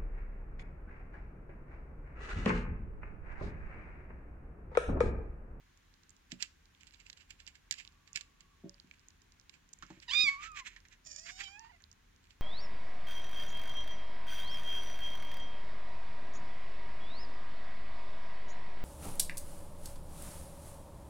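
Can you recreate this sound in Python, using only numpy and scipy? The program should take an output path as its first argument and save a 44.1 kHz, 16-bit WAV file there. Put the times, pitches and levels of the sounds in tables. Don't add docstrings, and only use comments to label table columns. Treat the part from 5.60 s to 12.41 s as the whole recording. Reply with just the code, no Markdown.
import sys
import numpy as np
from scipy import signal
from scipy.fft import rfft, irfft, next_fast_len
from scipy.io import wavfile
from scipy.ndimage import uniform_filter1d

SR = 44100
rng = np.random.default_rng(int(sys.argv[2]) if len(sys.argv) > 2 else 0)


def transcribe(u):
    v = np.clip(np.atleast_2d(u).T, -1, 1)
    q = np.round(v * 32767).astype(np.int16)
    wavfile.write(sys.argv[1], SR, q)


N = 300321
TIME = np.arange(N) / SR

# f/Hz, level/dB
AIR_SPECTRUM = [(41, -19.5), (70, 3), (113, -7.5), (151, -4.5), (237, -9), (390, -16), (627, -24),
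                (1100, -15.5), (1210, -19), (1620, -14), (4180, -22.5), (4790, -26), (6870, -24),
                (7870, -33.5), (15500, -37)]
# f/Hz, coherence (clipped to 0-0.999 in use)
AIR_COHERENCE = [(60, 0.89), (180, 0.97), (550, -2.5), (1650, 0.46), (4970, -0.037), (15000, 0.13)]
# f/Hz, level/dB
AIR_BALANCE = [(180, 0.5), (550, 2), (1650, 0), (5000, -1.5), (15000, -1.5)]
# t/s, level/dB
RUMBLE_ENVELOPE = [(0.0, -59.5), (4.2, -61), (4.74, -53), (5.1, -58.5), (6.81, -57)]
# f/Hz, level/dB
RUMBLE_SPECTRUM = [(12, -24.5), (28, -11.5), (40, 2.5), (52, -14), (78, -7), (110, -17.5), (220, -37.5),
                   (1000, -56)]
BITE_SPECTRUM = [(150, -6.5), (600, -23.5), (1150, -21), (1700, 6.5), (2500, 4), (3400, 4), (4500, 6),
                 (6200, 1), (7300, 6.5), (8000, -2.5), (9200, -34.5), (11500, -13.5), (15000, -33.5)]
CHEW_SPECTRUM = [(300, -34), (700, -22), (1200, -14), (1750, -1.5), (2700, 6.5), (3700, -5), (4700, -1),
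                 (6300, -9.5), (7400, 2), (8600, -24.5), (11000, -29), (15000, -34)]
SCUFF_SPECTRUM = [(300, -23.5), (600, -36), (1100, -14), (1400, -8), (1700, -1), (2250, 1.5), (3300, -6.5),
                  (4500, -13), (6000, -12), (7600, -9), (8400, -54), (10000, -47.5), (11500, -37.5),
                  (15000, -41)]
RASP_SPECTRUM = [(1500, -22), (4000, -14.5), (4700, -9), (5500, 3), (6100, -1), (7200, 2.5), (8000, -24),
                 (9000, -36.5), (15000, -35)]
# t/s, peak level/dB, centre f/Hz
LIP_SMACKS = [(0.434, -52, 5000), (0.494, -46, 7300), (0.505, -49, 7600), (1.149, -53, 3100),
              (1.345, -44.5, 3500), (1.8665, -38.5, 4600), (2.276, -39, 3460), (2.531, -37.5, 6960),
              (3.0945, -38.5, 5460), (3.143, -48.5, 4700), (3.1995, -41, 4400), (3.395, -53, 5030),
              (3.312, -42, 2280), (3.485, -43.5, 7100), (3.798, -46.5, 5500), (4.131, -45, 7000),
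              (4.1346, -37, 7150), (4.188, -50.5, 7340), (4.266, -49.5, 5530), (4.4014, -44.5, 4540),
              (4.9178, -46.5, 7700), (5.9941, -37.5, 5550), (6.222, -52.5, 7000), (6.2395, -42.5, 4190),
              (6.315, -43.5, 5700), (6.328, -49.5, 6460)]
PLATE_KNOCKS = [(4.2246, -36.5, 1340), (4.303, -45, 740), (4.541, -37, 1520), (5.163, -41.5, 1810),
                (5.252, -49, 2000), (5.881, -47, 1380), (6.047, -52.5, 1198), (6.204, -56, 1740)]
# t/s, snap level/dB, centre f/Hz, squelch level/dB
BITES = [(0.7188, -28.5, 4730, -53.5), (0.807, -50, 3000, -53.5), (0.825, -18, 5000, -46),
         (1.499, -38.5, 3200, -85), (1.5292, -41.5, 3750, -79), (1.5736, -48, 2970, -64),
         (1.608, -60, 3000, -61), (1.706, -38.5, 8500, -57.5), (1.802, -41.5, 2910, -60),
         (1.876, -35, 3000, -55.5), (1.954, -48, 1770, -64.5), (2.1099, -20, 6400, -88),
         (2.1238, -26.5, 6800, -51.5), (2.14, -39, 3040, -64), (2.1857, -41, 2330, -53),
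         (2.199, -43, 3000, -56), (2.476, -46, 2600, -65.5), (2.5589, -20.5, 3700, -45),
         (2.573, -29, 1680, -68), (2.61, -33, 5190, -61), (2.807, -43.5, 4820, -68.5),
         (3.895, -40, 3200, -92), (3.94, -60, 3500, -62.5), (4.4255, -44.5, 2320, -57.5),
         (5.8412, -42, 3120, -52.5), (6.7068, -49, 2360, -66)]
# t/s, level/dB
FOOTFALLS = [(0.722, -47), (3.038, -41.5), (3.056, -43.5), (3.24, -61.5), (4.227, -57), (4.302, -48),
             (4.369, -58.5), (4.591, -56), (4.632, -53)]
# f/Hz, level/dB, T60/s
PLANK_MODES = [(133, -7.5, 0.087), (187, -3, 0.18), (243, -3, 0.15), (327, -6.5, 0.11), (390, -10.5, 0.11),
               (567, -26, 0.29), (652, -14.5, 0.037)]
# t/s, level/dB, half length/s
CHEW_STROKES = [(1.38, -68.5, 0.081), (2.23, -63.5, 0.034), (3.35, -75.5, 0.1), (6.645, -62, 0.0089)]
PLATE_SCUFFS = [(4.315, -67, 0.052), (4.543, -46, 0.016), (4.6, -53.5, .005), (4.692, -53.5, 0.029),
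                (4.838, -47, 0.012), (4.868, -56, 0.011), (4.975, -47.5, 0.0095), (4.997, -47, 0.0055),
                (5.072, -44.5, 0.0069), (5.12, -65, 0.032), (5.33, -61, 0.0094), (5.668, -50.5, 0.0059),
                (5.697, -46.5, 0.0079), (5.81, -43, 0.0092), (6.05, -68.5, 0.017)]
VOICE_RASPS = [(5.471, -54, 0.0065), (5.52, -56, .012), (5.5645, -51, .002), (5.591, -53, 0.0054)]
# t/s, f/Hz
LOUD_PITCH = [(4.48, 987), (4.497, 903), (4.532, 1162), (4.56, 1213), (4.63, 1247), (4.657, 1175),
              (4.69, 1096), (4.71, 1128), (4.76, 1102), (4.875, 1327), (4.99, 1139), (5.03, 1010)]
SOFT_PITCH = [(5.465, 625), (5.55, 586.6), (5.73, 728.6), (5.825, 803), (5.87, 764), (5.965, 832),
              (6.015, 904), (6.08, 926), (6.105, 990), (6.125, 705), (6.165, 675)]
# t/s, resonance f/Hz, mouth level/dB, overtone level/dB, hoarseness (0 is clear)
LOUD_MOUTH = [(4.48, 3500, -51.5, -71, 0.8), (4.497, 3220, -39.5, -62.5, 1.1),
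              (4.534, 2900, -31, -52.5, 0.72), (4.56, 3000, -21, -52.5, 0.12), (4.63, 3160, -21, -45, 0.25),
              (4.661, 2500, -27.5, -50, 0), (4.694, 2000, -22, -51, 0.3), (4.706, 2070, -36, -63.5, 0.2),
              (4.752, 2050, -43, -70, 0.41), (4.82, 2100, -64, -98.5, 0.47), (5.03, 2210, -63, -100, .3)]
SOFT_MOUTH = [(5.46, 3400, -85, -67, 1.08), (5.56, 3500, -86, -65, 0.56), (5.75, 3560, -61.5, -65, 0.37),
              (5.83, 3030, -53, -63, 0.65), (5.87, 2900, -43.5, -69, 0.55), (5.9, 2510, -60, -70.5, 0.2),
              (5.966, 2155, -49, -80, 0.19), (6.02, 1810, -70, -86, 0.56), (6.1, 1790, -67, -105, 0.58),
              (6.165, 1895, -67, -95, 0.56)]
# f/Hz, harmonic level/dB
LOUD_HUM = [(900, -63.5), (1110, -49.5), (1220, -51.5), (1330, -49), (1800, -45.5), (2000, -56.5),
            (2200, -57), (2500, -65.5), (3600, -84), (5000, -90), (9000, -120)]
SOFT_HUM = [(600, -68), (750, -63), (920, -54), (1200, -84), (1500, -72), (1850, -68.5), (2300, -62),
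            (2800, -68.5), (3700, -85), (4600, -71), (5500, -102), (9000, -110)]
# f/Hz, level/dB
LOUD_THROAT = [(3400, -7.5), (4000, 5.5), (4550, 10), (4950, 17), (5500, 0.5), (6600, -1), (7600, -4.5),
               (8200, -10.5), (9000, -60), (14000, -48)]
SOFT_THROAT = [(3000, -33), (4100, -19), (4650, 9.5), (5000, 5), (5500, 7), (6200, 2.5), (7300, 4.5),
               (8100, -7), (9000, -62), (11000, -14.5), (14000, -37)]


def from_db(db):
    return 10 ** (np.asarray(db) / 20)


def unit_rms(x):
    return x / np.sqrt(np.mean(x ** 2) + 1e-20)


def at_hz(points, hz):
    f, value = np.transpose(points)
    return np.interp(np.log(np.maximum(hz, 1)), np.log(f), value)


def coloured(x, spectrum):
    size = 2 * next_fast_len(x.shape[-1] // 2 + 2048)
    cepstrum = irfft(np.log(from_db(at_hz(spectrum, np.fft.rfftfreq(size, 1 / SR)))))
    cepstrum[1:size // 2] *= 2
    cepstrum[size // 2 + 1:] = 0
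    return irfft(rfft(x, size) * np.exp(rfft(cepstrum)))[..., :x.shape[-1]]


def drift(corner_hz):
    hz = np.fft.rfftfreq(N, 1 / SR)
    return unit_rms(irfft(rfft(rng.standard_normal(N)) / (1 + (hz / corner_hz) ** 4), N))


def glide(curve):
    times, *columns = np.transpose(curve)
    return [uniform_filter1d(np.interp(TIME, times, column), size=300) for column in columns]


def add(track, start_s, sound):
    start = round(start_s * SR)
    track[..., start:start + sound.shape[-1]] += sound[..., :N - start]


def air(hiss_db, rumble_gain_db):
    hz = np.fft.rfftfreq(N, 1 / SR)
    mid, side = rfft(rng.standard_normal((2, N)))
    coherence = np.clip(at_hz(AIR_COHERENCE, hz), 0, .999)
    sign = np.array([[1], [-1]])
    pair = mid + sign * side * np.sqrt((1 - coherence) / (1 + coherence))
    hiss = irfft(pair * from_db(at_hz(AIR_SPECTRUM, hz) + sign * at_hz(AIR_BALANCE, hz) / 2), N)
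    swell = from_db(np.interp(TIME, *np.transpose(RUMBLE_ENVELOPE)) + rumble_gain_db)
    rumble = swell * unit_rms(coloured(rng.standard_normal(N), RUMBLE_SPECTRUM))
    return from_db(hiss_db) * hiss / hiss.mean(axis=0).std() + rumble


def impact(spectrum, t60, ring_share):
    t = np.arange(SR // 12) / SR
    snap = ring_share * rng.standard_normal(len(t)) * from_db(-60 * t / t60)
    snap[0] = 1
    click = coloured(snap, spectrum)
    return click / np.abs(click).max()


def pops(events, t60, ring_share, skirt_db):
    out = np.zeros(N)
    hz = np.geomspace(200, 16000, 40)
    band_db = at_hz([(500, -24), (1100, -6.0), (7600, 2.5), (8800, -21)], hz)
    for s, peak_db, centre_hz in events:
        octaves = np.abs(np.log2(hz / centre_hz))
        resonance_db = -skirt_db * np.log2(1 + 2 * octaves) / np.log2(3)
        spectrum = np.column_stack([hz, resonance_db + band_db])
        add(out, s + 0.00027, from_db(peak_db) * impact(spectrum, t60, ring_share))
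    return out


def nibbles(per_s, level_db, spread_db):
    draws, span_s = rng.random((120, 4)), TIME[-1] - .1
    kept = draws[:, 3] < per_s * span_s / len(draws)
    return [(span_s * when, level_db + spread_db * size ** 2, 2500 * 3 ** pitch)
            for when, size, pitch in draws[kept, :3]]


def bites(events, t60, ring_share, focus_db):
    out = np.zeros(N)
    for s, peak_db, centre_hz, _ in events:
        spectrum = [(hz, db - focus_db * min(np.log2(hz / centre_hz) ** 2, 2))
                    for hz, db in BITE_SPECTRUM]
        add(out, s + 0.00035, from_db(peak_db) * impact(spectrum, t60, ring_share))
    return out


def crackle(spectrum, grain_db):
    grains = rng.standard_normal(N) * from_db(grain_db * drift(810))
    return unit_rms(coloured(grains, spectrum))


def squelches(events, grain_db, attack_s=0.0059, decay_s=0.016):
    swell = np.zeros(N)
    for s, _, _, db in events:
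        time_constants = np.maximum((s - TIME) / attack_s, (TIME - s) / decay_s)
        swell += from_db(db) * np.exp(-np.minimum(time_constants, 20))
    return swell * crackle(CHEW_SPECTRUM, grain_db)


def paws(scatter_db, pad_share, pad_t60=0.077):
    out, t = np.zeros(N), np.arange(SR // 3) / SR
    pad_spectrum = [(80, 4.5), (300, -1.5), (650, -5.5), (1100, -20), (5000, -73.0)]
    for s, level_db in FOOTFALLS:
        thump = np.zeros(len(t))
        for k, (hz, db, t60) in enumerate(PLANK_MODES):
            decay = from_db(db + scatter_db * rng.normal() - 60 * t / t60)
            thump += (-1) ** k * decay * np.sin(2 * np.pi * hz * t)
        pad = unit_rms(coloured(rng.standard_normal(len(t)), pad_spectrum)) * from_db(-60 * t / pad_t60)
        add(out, s, from_db(level_db) * (thump + pad_share * pad))
    return out


def gnawing(count, start_s, period_s, centre_hz, snap_db, squelch_db, growth_db):
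    return [(start_s + k * period_s, snap_db + k * growth_db, centre_hz, squelch_db + k * growth_db)
            for k in range(count)]


def friction(strokes, spectrum, grain_db):
    swell = sum(from_db(db) / np.cosh(np.clip(0.91 * (TIME - s) / half_s, -30, 30))
                for s, db, half_s in strokes)
    return swell * crackle(spectrum, grain_db)


def whine(hz, level_db):
    swell = np.interp(TIME, [2.1, 2.4, 2.95, 3.2], [0, 1, 1, 0])
    phase = 2 * np.pi * hz * TIME
    return from_db(level_db) * swell * (drift(45) * np.sin(phase) + drift(51) * np.cos(phase))


def meow(pitch_curve, mouth_curve, hum, throat, jitter, shimmer_db, breath_db):
    mouth_width_oct, hum_release_s, hum_release_db = 0.28, 0.11, -4.5
    start, end = pitch_curve[0][0], pitch_curve[-1][0]
    gate = np.interp(TIME, [start - .004, start + .002, end - .005, end + .01], [0, 1, 1, 0])
    pitch, = glide(pitch_curve)
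    mouth_hz, mouth_db, overtones_db, hoarseness = glide(mouth_curve)
    pitch = pitch * (1 + jitter * hoarseness * (drift(90) + drift(500)))
    phase = 2 * np.pi * np.cumsum(pitch) / SR
    on, voice = gate > 0, np.zeros(N)
    release_db = hum_release_db * np.clip(1 - (end - TIME[on]) / hum_release_s, 0, 1)
    for k in range(1, 18):
        hz = k * pitch[on]
        mouth = from_db(mouth_db[on]) * np.exp(-.5 * (np.log2(hz / mouth_hz[on]) / mouth_width_oct) ** 2)
        overtone = from_db(overtones_db[on] + at_hz(throat, hz))
        nasal = from_db(at_hz(hum, hz) + release_db)
        voice[on] += np.sqrt(2 * (mouth ** 2 + overtone ** 2 + nasal ** 2)) * np.sin(k * phase[on])
    effort = np.hypot(from_db(mouth_db), from_db(overtones_db))
    breath_spectrum = [(600, -27), (1500, -23), (2400, 0.5), (3800, -2), (5000, -4.5), (7500, -4.5),
                       (9000, -37)]
    puffs = unit_rms(coloured(rng.standard_normal(N) * (1 + np.cos(phase)), breath_spectrum))
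    breath = from_db(breath_db) * hoarseness * effort * puffs
    shimmer = from_db(shimmer_db * hoarseness * drift(97))
    return gate * (voice * shimmer + breath)


def from_right(x, shadow_db, corner_hz, lag_ms, scatter_db):
    paths = rng.standard_normal(SR // 300) * np.linspace(1, 0, SR // 300)
    scattered = from_db(scatter_db) * signal.fftconvolve(x, paths / np.linalg.norm(paths))[:N]
    shadow = [(corner_hz / 2, -1), (corner_hz, -shadow_db), (7000, -shadow_db), (12000, -shadow_db / 2)]
    left = np.interp(TIME - lag_ms / 1000, TIME, coloured(x + scattered, shadow))
    return np.array([left, x])


def room(x, t60, wet_db):
    t = np.arange(SR // 2) / SR
    tail = rng.standard_normal((2, len(t))) * from_db(-60 * t / t60) * (t > .003)
    tail /= np.sqrt(np.sum(tail ** 2, axis=1, keepdims=True))
    return from_db(wet_db) * signal.fftconvolve(x[None], tail, axes=1)[:, :N]


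def scene():
    loud_meow = meow(LOUD_PITCH, LOUD_MOUTH, LOUD_HUM, LOUD_THROAT,
                     jitter=0.013, shimmer_db=4.5, breath_db=-12.5)
    soft_meow = meow(SOFT_PITCH, SOFT_MOUTH, SOFT_HUM, SOFT_THROAT,
                     jitter=0.026, shimmer_db=4.5, breath_db=-10)
    mouthfuls = list(BITES) + gnawing(count=5, start_s=1.2107, period_s=0.0635, centre_hz=3140,
                                      snap_db=-50, squelch_db=-65, growth_db=0.5)
    eating = from_db(6) * bites(mouthfuls, t60=0.021, ring_share=0.16, focus_db=2.5)
    eating += from_db(7.5) * squelches(mouthfuls, grain_db=2.5)
    eating += from_db(5.5) * pops(LIP_SMACKS, t60=0.01, ring_share=0.12, skirt_db=23.5)
    ticks = nibbles(per_s=4, level_db=-48.5, spread_db=7.5)
    eating += pops(ticks, t60=0.015, ring_share=0.13, skirt_db=9)
    eating += from_db(7.5) * friction(CHEW_STROKES, CHEW_SPECTRUM, grain_db=14.5)
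    plate = from_db(5.5) * friction(PLATE_SCUFFS, SCUFF_SPECTRUM, grain_db=1.5)
    plate += from_db(4) * pops(PLATE_KNOCKS, t60=0.086, ring_share=0.11, skirt_db=17)
    rasp = from_db(9.5) * friction(VOICE_RASPS, RASP_SPECTRUM, grain_db=5.5)
    steps = paws(scatter_db=3.5, pad_share=0.11)
    direct = from_right(loud_meow, shadow_db=10, corner_hz=2470, lag_ms=0.02, scatter_db=-4.5)
    direct += from_right(eating, shadow_db=14.5, corner_hz=2580, lag_ms=0.07, scatter_db=-7)
    direct += from_right(soft_meow + rasp, shadow_db=9.5, corner_hz=650, lag_ms=0.58, scatter_db=-6)
    direct += from_right(plate, shadow_db=9.5, corner_hz=1520, lag_ms=0.06, scatter_db=-2.5)
    reverb = room(eating + plate + rasp, t60=0.3, wet_db=-24) + room(steps, t60=0.1, wet_db=-4)
    reverb += room(loud_meow + soft_meow, t60=0.28, wet_db=-20)
    background = whine(hz=1126, level_db=-80.5) + air(hiss_db=-70.5, rumble_gain_db=-10)
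    return direct + steps + reverb + background


def record(dry):
    cutoff_hz = 15900
    return signal.sosfilt(signal.ellip(10, .1, 70, cutoff_hz, fs=SR, output="sos"), dry)


dry = scene()
out = record(dry)
transcribe(out)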